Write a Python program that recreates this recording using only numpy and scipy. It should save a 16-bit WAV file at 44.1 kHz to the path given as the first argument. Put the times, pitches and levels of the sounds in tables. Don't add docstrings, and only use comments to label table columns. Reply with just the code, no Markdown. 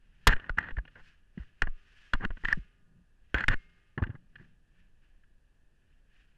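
import sys
import numpy as np
from scipy import signal
from scipy.fft import rfft, irfft
from scipy.io import wavfile
from scipy.ndimage import uniform_filter1d

SR = 44100
rng = np.random.default_rng(int(sys.argv[2]) if len(sys.argv) > 2 else 0)


def output_pcm(signal):
    pcm = np.clip(np.atleast_2d(signal).T, -1, 1) * 32767
    wavfile.write(sys.argv[1], SR, np.round(pcm).astype(np.int16))


N = 280917

# t/s, peak level/dB, f/Hz of the spot struck, body/dB and grit/dB re housing
IMPACTS = [ (0.2705, -2, 1084, -1, -6), (0.2745, -2, 900, -7, -5), (0.364, -40, 1820, 2, -5),
           (0.397, -44, 1440, 1, -1), (0.441, -45, 1850, -3, -11), (0.4945, -27, 1447, -2, -15),
           (0.584, -20.5, 1417, -7, -35), (0.5862, -17, 1800, -17, -23), (0.627, -38, 1890, -8, -17),
           (0.686, -34.5, 1910, -3, -18), (0.707, -41, 1684, -2, -9), (0.768, -38, 1770, -12, -14),
           (0.784, -35, 1670, 3, -17), (0.851, -52, 1460, 8, 3), (0.877, -49, 1810, -5, -4),
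           (0.956, -45.5, 1524, -1, -11), (1.377, -49, 1940, 3, -8), (1.62, -15.8, 1591, -7, -10),
           (1.6712, -35, 1630, 6, -12), (2.1354, -18, 1600, -6, -8), (2.2495, -25, 1530, -12, -8),
           (2.3045, -43, 1450, 7, -9), (2.37, -48, 1515, 5, -7), (2.4365, -41, 1915, 10.5, -14),
           (2.448, -31, 1800, -20, -8), (2.4527, -20.5, 1810, -10, -13), (2.4846, -25, 1825, -7, -14),
           (2.5272, -15.5, 1753, -16, -38), (3.3437, -21.5, 1590, -2, -8), (3.351, -26, 1660, -5, -20),
           (3.383, -28.5, 2050, -22, -8), (3.407, -27.5, 1600, -14, -14), (3.439, -24, 1480, -12, -19),
           (3.482, -18, 2114, -6, -6), (3.486, -16, 1740, -4, -28), (3.978, -33, 1730, -3, -11),
           (4.023, -39, 1730, 6, -12), (4.0374, -33, 1600, -7, -12), (4.068, -49, 1790, 0, -5),
           (4.102, -52, 1660, -1, -9), (4.151, -54, 1660, 0, -18), (4.356, -46, 1730, -14, -9),
           (5.235, -64, 1710, -10, -6)]
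# start t/s, end t/s, start level/dB, end level/dB, housing f/Hz, body/dB re housing
DRAGS = [ (0.276, 0.302, -14, -35, 1750, -1), (0.300, 0.339, -30.5, -26, 1680, -9),
         (0.333, 0.503, -51.5, -58.5, 1750, -3), (0.567, 0.724, -40, -53, 1850, -4),
         (0.952, 1.016, -56, -62.5, 1556, -2), (1.377, 1.44, -62, -67, 1850, -3),
         (1.62, 1.664, -34, -65, 1706, -6), (2.133, 2.158, -35, -48, 1630, 4),
         (2.195, 2.255, -58, -34, 1600, 2), (2.47, 2.535, -44, -32.5, 1920, -12),
         (3.347, 3.445, -33, -43, 1680, -7), (3.488, 3.545, -40, -29, 1880, -6),
         (3.976, 4.018, -46, -70, 1730, 10), (4.043, 4.169, -63, -72, 1690, 7),
         (4.38, 4.459, -60, -70, 1740, -7)]
# t/s, level/dB, f/Hz, level/dB of the hollow's ring
SHOVES = [ (0.2691, -5.5, 33.6, -40), (0.281, -14, 153, -40), (0.502, -24, 26, -55), (0.722, -32, 14, -65),
          (0.7765, -19.5, 46, -40), (1.375, -25, 185, -36), (1.399, -29.5, 54, -55),
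          (1.622, -18.5, 17, -42), (1.624, -27, 100, -45), (1.685, -24, 16, -60), (2.137, -17.5, 16, -30),
          (2.249, -28, 200, -25), (2.303, -24, 23, -42), (2.44, -25, 19.5, -38), (2.573, -25, 166, -38),
          (2.59, -31, 42, -55), (3.345, -20, 51, -40), (3.482, -15, 21, -34), (3.498, -19.5, 110, -40),
          (3.976, -23, 147, -24), (4.0195, -14.5, 88, -21), (4.03, -28, 30, -55), (4.065, -35, 150, -31),
          (4.094, -24, 105, -36), (4.145, -33, 135, -42), (4.398, -38, 145, -50), (4.412, -47, 310, -56)]
# f/Hz, relative level/dB
BODY_SPECTRUM = [(20, -11.5), (60, 7.5), (150, 2), (260, -1), (380, -6), (500, -6.5), (700, -9),
                 (900, -7.5), (1100, -6.5), (1600, -30), (6000, -92)]
HOUSING_SPECTRUM = [(200, -48.5), (600, -29), (950, -12.5), (1200, -14.5), (1430, 0), (1800, 2), (2030, -3),
                    (2250, -18), (3000, -25.5), (5000, -58.5), (10000, -88)]
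GRIT_SPECTRUM = [(1000, -33.5), (2000, -12), (2450, 4), (3000, 3.5), (3500, -2), (3900, -11.5),
                 (4350, -10.5), (4900, -18), (5500, -18.5), (7400, -20), (8300, -34), (14000, -48)]
# f/Hz, half-width/Hz, gain/dB
SHELL_MODES = [(877, 15, 3.5), (1200, 12, 4.5), (1614, 100, 2), (2487, 56, 4), (2821, 65, 5.5),
               (3080, 110, 2.5), (3320, 40, 3), (3471, 42, 1), (3960, 60, 7.5), (4270, 45, 5.5),
               (4450, 50, 4.5), (5100, 45, 7)]
# f/Hz, relative level/dB, decay time/s
CAVITY_MODES = [(225, 0, .009), (330, -9, .011)]
# f/Hz, relative level/dB, T60/s
FITTING_MODES = [(395, -3, 2.5), (1222, -1.5, 2.8), (1448, -3.5, 2.4), (2130, 0.5, .85), (1610, 8, 0.46),
                 (2622, -3.5, 1), (2901, -10, 1.1)]
# t/s, level/dB, extra gain/dB of its fourth mode
FITTING_BLOWS = [(0.272, -70, -3), (1.622, -74.5, -1), (2.137, -73.5, 8.5), (2.526, -75.5, 3.5),
                 (3.484, -75, 16.5)]
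# t/s when fastest, rise/s and fall/s per 10 dB, rustle level/dB, rumble level/dB
SUIT_SLIDES = [ (0.33, .26, .3, -70, -69), (0.7, .2, .19, -72, -58), (1.075, .13, .08, -64, -85),
               (1.42, .07, .1, -68, -66), (2.06, .35, .18, -63.3, -86), (2.5, .13, .115, -60.5, -60),
               (2.98, .12, .05, -92, -63), (3.42, .1, .35, -66, -68), (4.2, .2, .08, -85, -65),
               (4.42, .07, .085, -71, -59), (4.8, .1, .08, -74.5, -71), (5.05, .08, .12, -77, -82),
               (5.93, .15, .08, -79, -85), (6.16, .06, .18, -71, -85)]
# f/Hz, relative level/dB
RUSTLE_SPECTRUM = [(300, -19.5), (900, -16), (1300, -8), (1700, 4.5), (2150, -7), (2600, 0), (3000, -2.5),
                   (3600, -15.5), (6000, -43.5)]
SWISH_SPECTRUM = [(1500, -30.5), (3000, 3.5), (5000, 1.5), (7000, -7), (10000, -17), (12000, -28.5),
                  (15000, -44)]
RUMBLE_SPECTRUM = [(20, -9), (80, -3.5), (175, 4), (260, -11.5), (450, -22.5), (900, -34.5), (2000, -52),
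                   (8000, -89)]
AIR_SPECTRUM = [(20, 5.5), (31, 4.5), (50, -4), (80, -9), (173, -19.5), (400, -27), (1040, -36),
                (1400, -36), (1710, -24.5), (2140, -44.5), (2600, -34), (3820, -44), (11500, -49.5),
                (12500, -62)]

FIRM_DB = -24


def knocks(contact_s=.0017, linger_s_per_db=.00012, rise_s=.00096, lead_s=.00041, tone_db=-2, trim_db=-2):
    out, t = np.zeros(N), np.arange(2048) / SR
    for s, db, hz, body_db, grit_db in IMPACTS:
        decay = contact_s + linger_s_per_db * max(FIRM_DB - db, 0)
        blow = (1 - np.exp(-t / rise_s)) * np.exp(-t / decay)
        rough_force = blow * rng.choice([-1, 1], len(t))
        clack, thud = contact(rough_force, db, hz, body_db, grit_db)
        tone = np.pad(blow * np.sin(2 * np.pi * hz * t), (0, len(clack) - len(t)))
        clack = clack + amp(tone_db) * unit_rms(tone)
        peak_rms = np.sqrt(uniform_filter1d(clack ** 2, 88).max())
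        add(out, s - lead_s, amp(db) * (clack + amp(trim_db) * thud) / peak_rms)
    return out


def scrapes(grains_per_s=5000, grain_db=3.3, judder_db=1.3, judder_hz=220,
            snags_per_s=45, snag_force=.9, snag_s=.002):
    out = np.zeros(N)
    for start, end, start_db, end_db, hz, body_db in DRAGS:
        n = round((end - start) * SR)
        pressure = amp(np.linspace(start_db, end_db, n)) * signal.windows.tukey(n, .12)
        caught = rng.random(SR)[:n] < grains_per_s / SR
        sizes = rng.standard_normal(SR)[:n]
        judder = wander(SR, judder_hz)[:n]
        snag_onsets = rng.random(SR)[:n] < snags_per_s / SR
        snags = signal.lfilter([snag_force], [1, -np.exp(-1 / (snag_s * SR))], snag_onsets)
        grains = caught * np.sign(sizes) * amp(grain_db * abs(sizes) + judder_db * judder)
        force = grains * pressure * (1 + snags)
        rasp, thud = contact(force, max(start_db, end_db), hz, body_db, grit_db=-13, dulling=.9)
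        add(out, start, (rasp + thud) * np.linalg.norm(pressure) / np.linalg.norm(rasp))
    return out


def contact(force, db, hz, body_db, grit_db, dulling=1.0, dull_hz=4200):
    housing = shell(force, lambda f: level_at(HOUSING_SPECTRUM, f) + resonance(f, hz, width_hz=110, db=6))
    body = shell(force, lambda f: level_at(BODY_SPECTRUM, f))
    loss_db = dulling * max(FIRM_DB - db, 0)
    grit = shell(force, lambda f: level_at(GRIT_SPECTRUM, f) - loss_db * f ** 4 / (f ** 4 + dull_hz ** 4))
    return housing + amp(grit_db) * grit, amp(body_db) * body


def shell(force, spectrum_db):
    f = abs(np.fft.fftfreq(2048, 1 / SR))
    modes_db = sum(resonance(f, *mode) for mode in SHELL_MODES)
    log_gain = np.log(amp(spectrum_db(f) + modes_db))
    transfer = np.exp(np.conj(signal.hilbert(log_gain)))
    return unit_rms(signal.fftconvolve(force, np.fft.ifft(transfer).real))


def thumps(decay_at_100hz_s=.0135, release_db=-15.5, release_db_per_db=.7):
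    out = np.zeros(N)
    for s, db, hz, cavity_db in SHOVES:
        add(out, s, flex(db, hz, decay_at_100hz_s * (100 / hz) ** .72))
        for mode_hz, mode_db, decay_s in CAVITY_MODES:
            add(out, s, flex(cavity_db + mode_db, mode_hz, decay_s))
    for _, end, _, end_db, _, _ in DRAGS:
        recoil_db = release_db + release_db_per_db * (end_db - FIRM_DB)
        add(out, end, flex(recoil_db, hz=8, decay_s=.03))
    return out


def flex(db, hz, decay_s, rise_s=.003, grip_decays=1.8):
    t = np.arange(SR // 2) / SR
    damping = np.exp(-t / decay_s - (t / (grip_decays * decay_s)) ** 4)
    swing = np.sin(2 * np.pi * hz * t + np.pi / 6) * damping
    return -amp(db) * swing * (1 - np.exp(-t / rise_s))


def fitting():
    out, t = np.zeros(N), np.arange(2 * SR) / SR
    for s, blow_db, extra_db in FITTING_BLOWS:
        for k, (hz, mode_db, t60) in enumerate(FITTING_MODES):
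            struck_db = blow_db + mode_db + extra_db * (k == 3)
            add(out, s, amp(struck_db - 60 * t / t60) * np.sin(2 * np.pi * hz * t))
    return out


def suit(flutter_db=1.9, flutter_hz=60, crinkle_db=-1.0, crinkle_hz=1200, brisk_db=-65, rounding=.15):
    t = np.arange(N) / SR
    rustle_db, rumble_db = -92, -82
    for s, rise, fall, slide_db, lean_db in SUIT_SLIDES:
        from_peak = np.maximum((s - t) / rise, (t - s) / fall)
        swell_db = -10 * (np.hypot(from_peak, rounding) - rounding)
        rustle_db = np.maximum(rustle_db, slide_db + swell_db)
        rumble_db = np.maximum(rumble_db, lean_db + swell_db)
    swish_db = rustle_db - 11 + .35 * (rustle_db - brisk_db)
    catches = amp(flutter_db * wander(N, flutter_hz) + crinkle_db * wander(N, crinkle_hz))
    fabric = amp(rustle_db) * noise(RUSTLE_SPECTRUM) + amp(swish_db) * noise(SWISH_SPECTRUM)
    return fabric * catches + amp(rumble_db) * noise(RUMBLE_SPECTRUM)


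def passage(x, wet_db=-27, t60=.1):
    t = np.arange(SR // 2) / SR
    tail = rng.standard_normal(len(t)) * amp(-60 * t / t60)
    return x + amp(wet_db) * signal.fftconvolve(x, tail / np.linalg.norm(tail))[:N]


def noise(spectrum):
    gain = amp(level_at(spectrum, np.fft.rfftfreq(N, 1 / SR)))
    return unit_rms(irfft(rfft(rng.standard_normal(N)) * gain, N))


def resonance(f, hz, width_hz, db):
    return db / (1 + ((f - hz) / width_hz) ** 2)


def wander(n, rate_hz):
    return np.interp(np.arange(n) * rate_hz / SR, np.arange(n), rng.standard_normal(n))


def level_at(spectrum, hz):
    f, db = np.transpose(spectrum)
    return np.interp(np.log(hz + 1), np.log(f + 1), db)


def amp(db):
    return 10 ** (np.asarray(db) / 20)


def unit_rms(x):
    return x / np.sqrt(np.mean(x ** 2) + 1e-20)


def add(mix, s, sound):
    part = mix[max(round(s * SR), 0):][:len(sound)]
    part += sound[:len(part)]


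def scene(air_db=-61.5):
    contacts = passage(knocks() + scrapes())
    return (contacts + thumps() + fitting() + suit() + amp(air_db) * noise(AIR_SPECTRUM))[None]


def record(dry, ceiling=.23, cutoff_hz=14550):
    clipped = dry / (1 + (dry / ceiling) ** 12) ** (1 / 12)
    lowpass = signal.firwin(255, cutoff_hz, window=("kaiser", 8), fs=SR)
    return signal.oaconvolve(clipped, lowpass[None], "same")


dry = scene()
out = record(dry)
output_pcm(out)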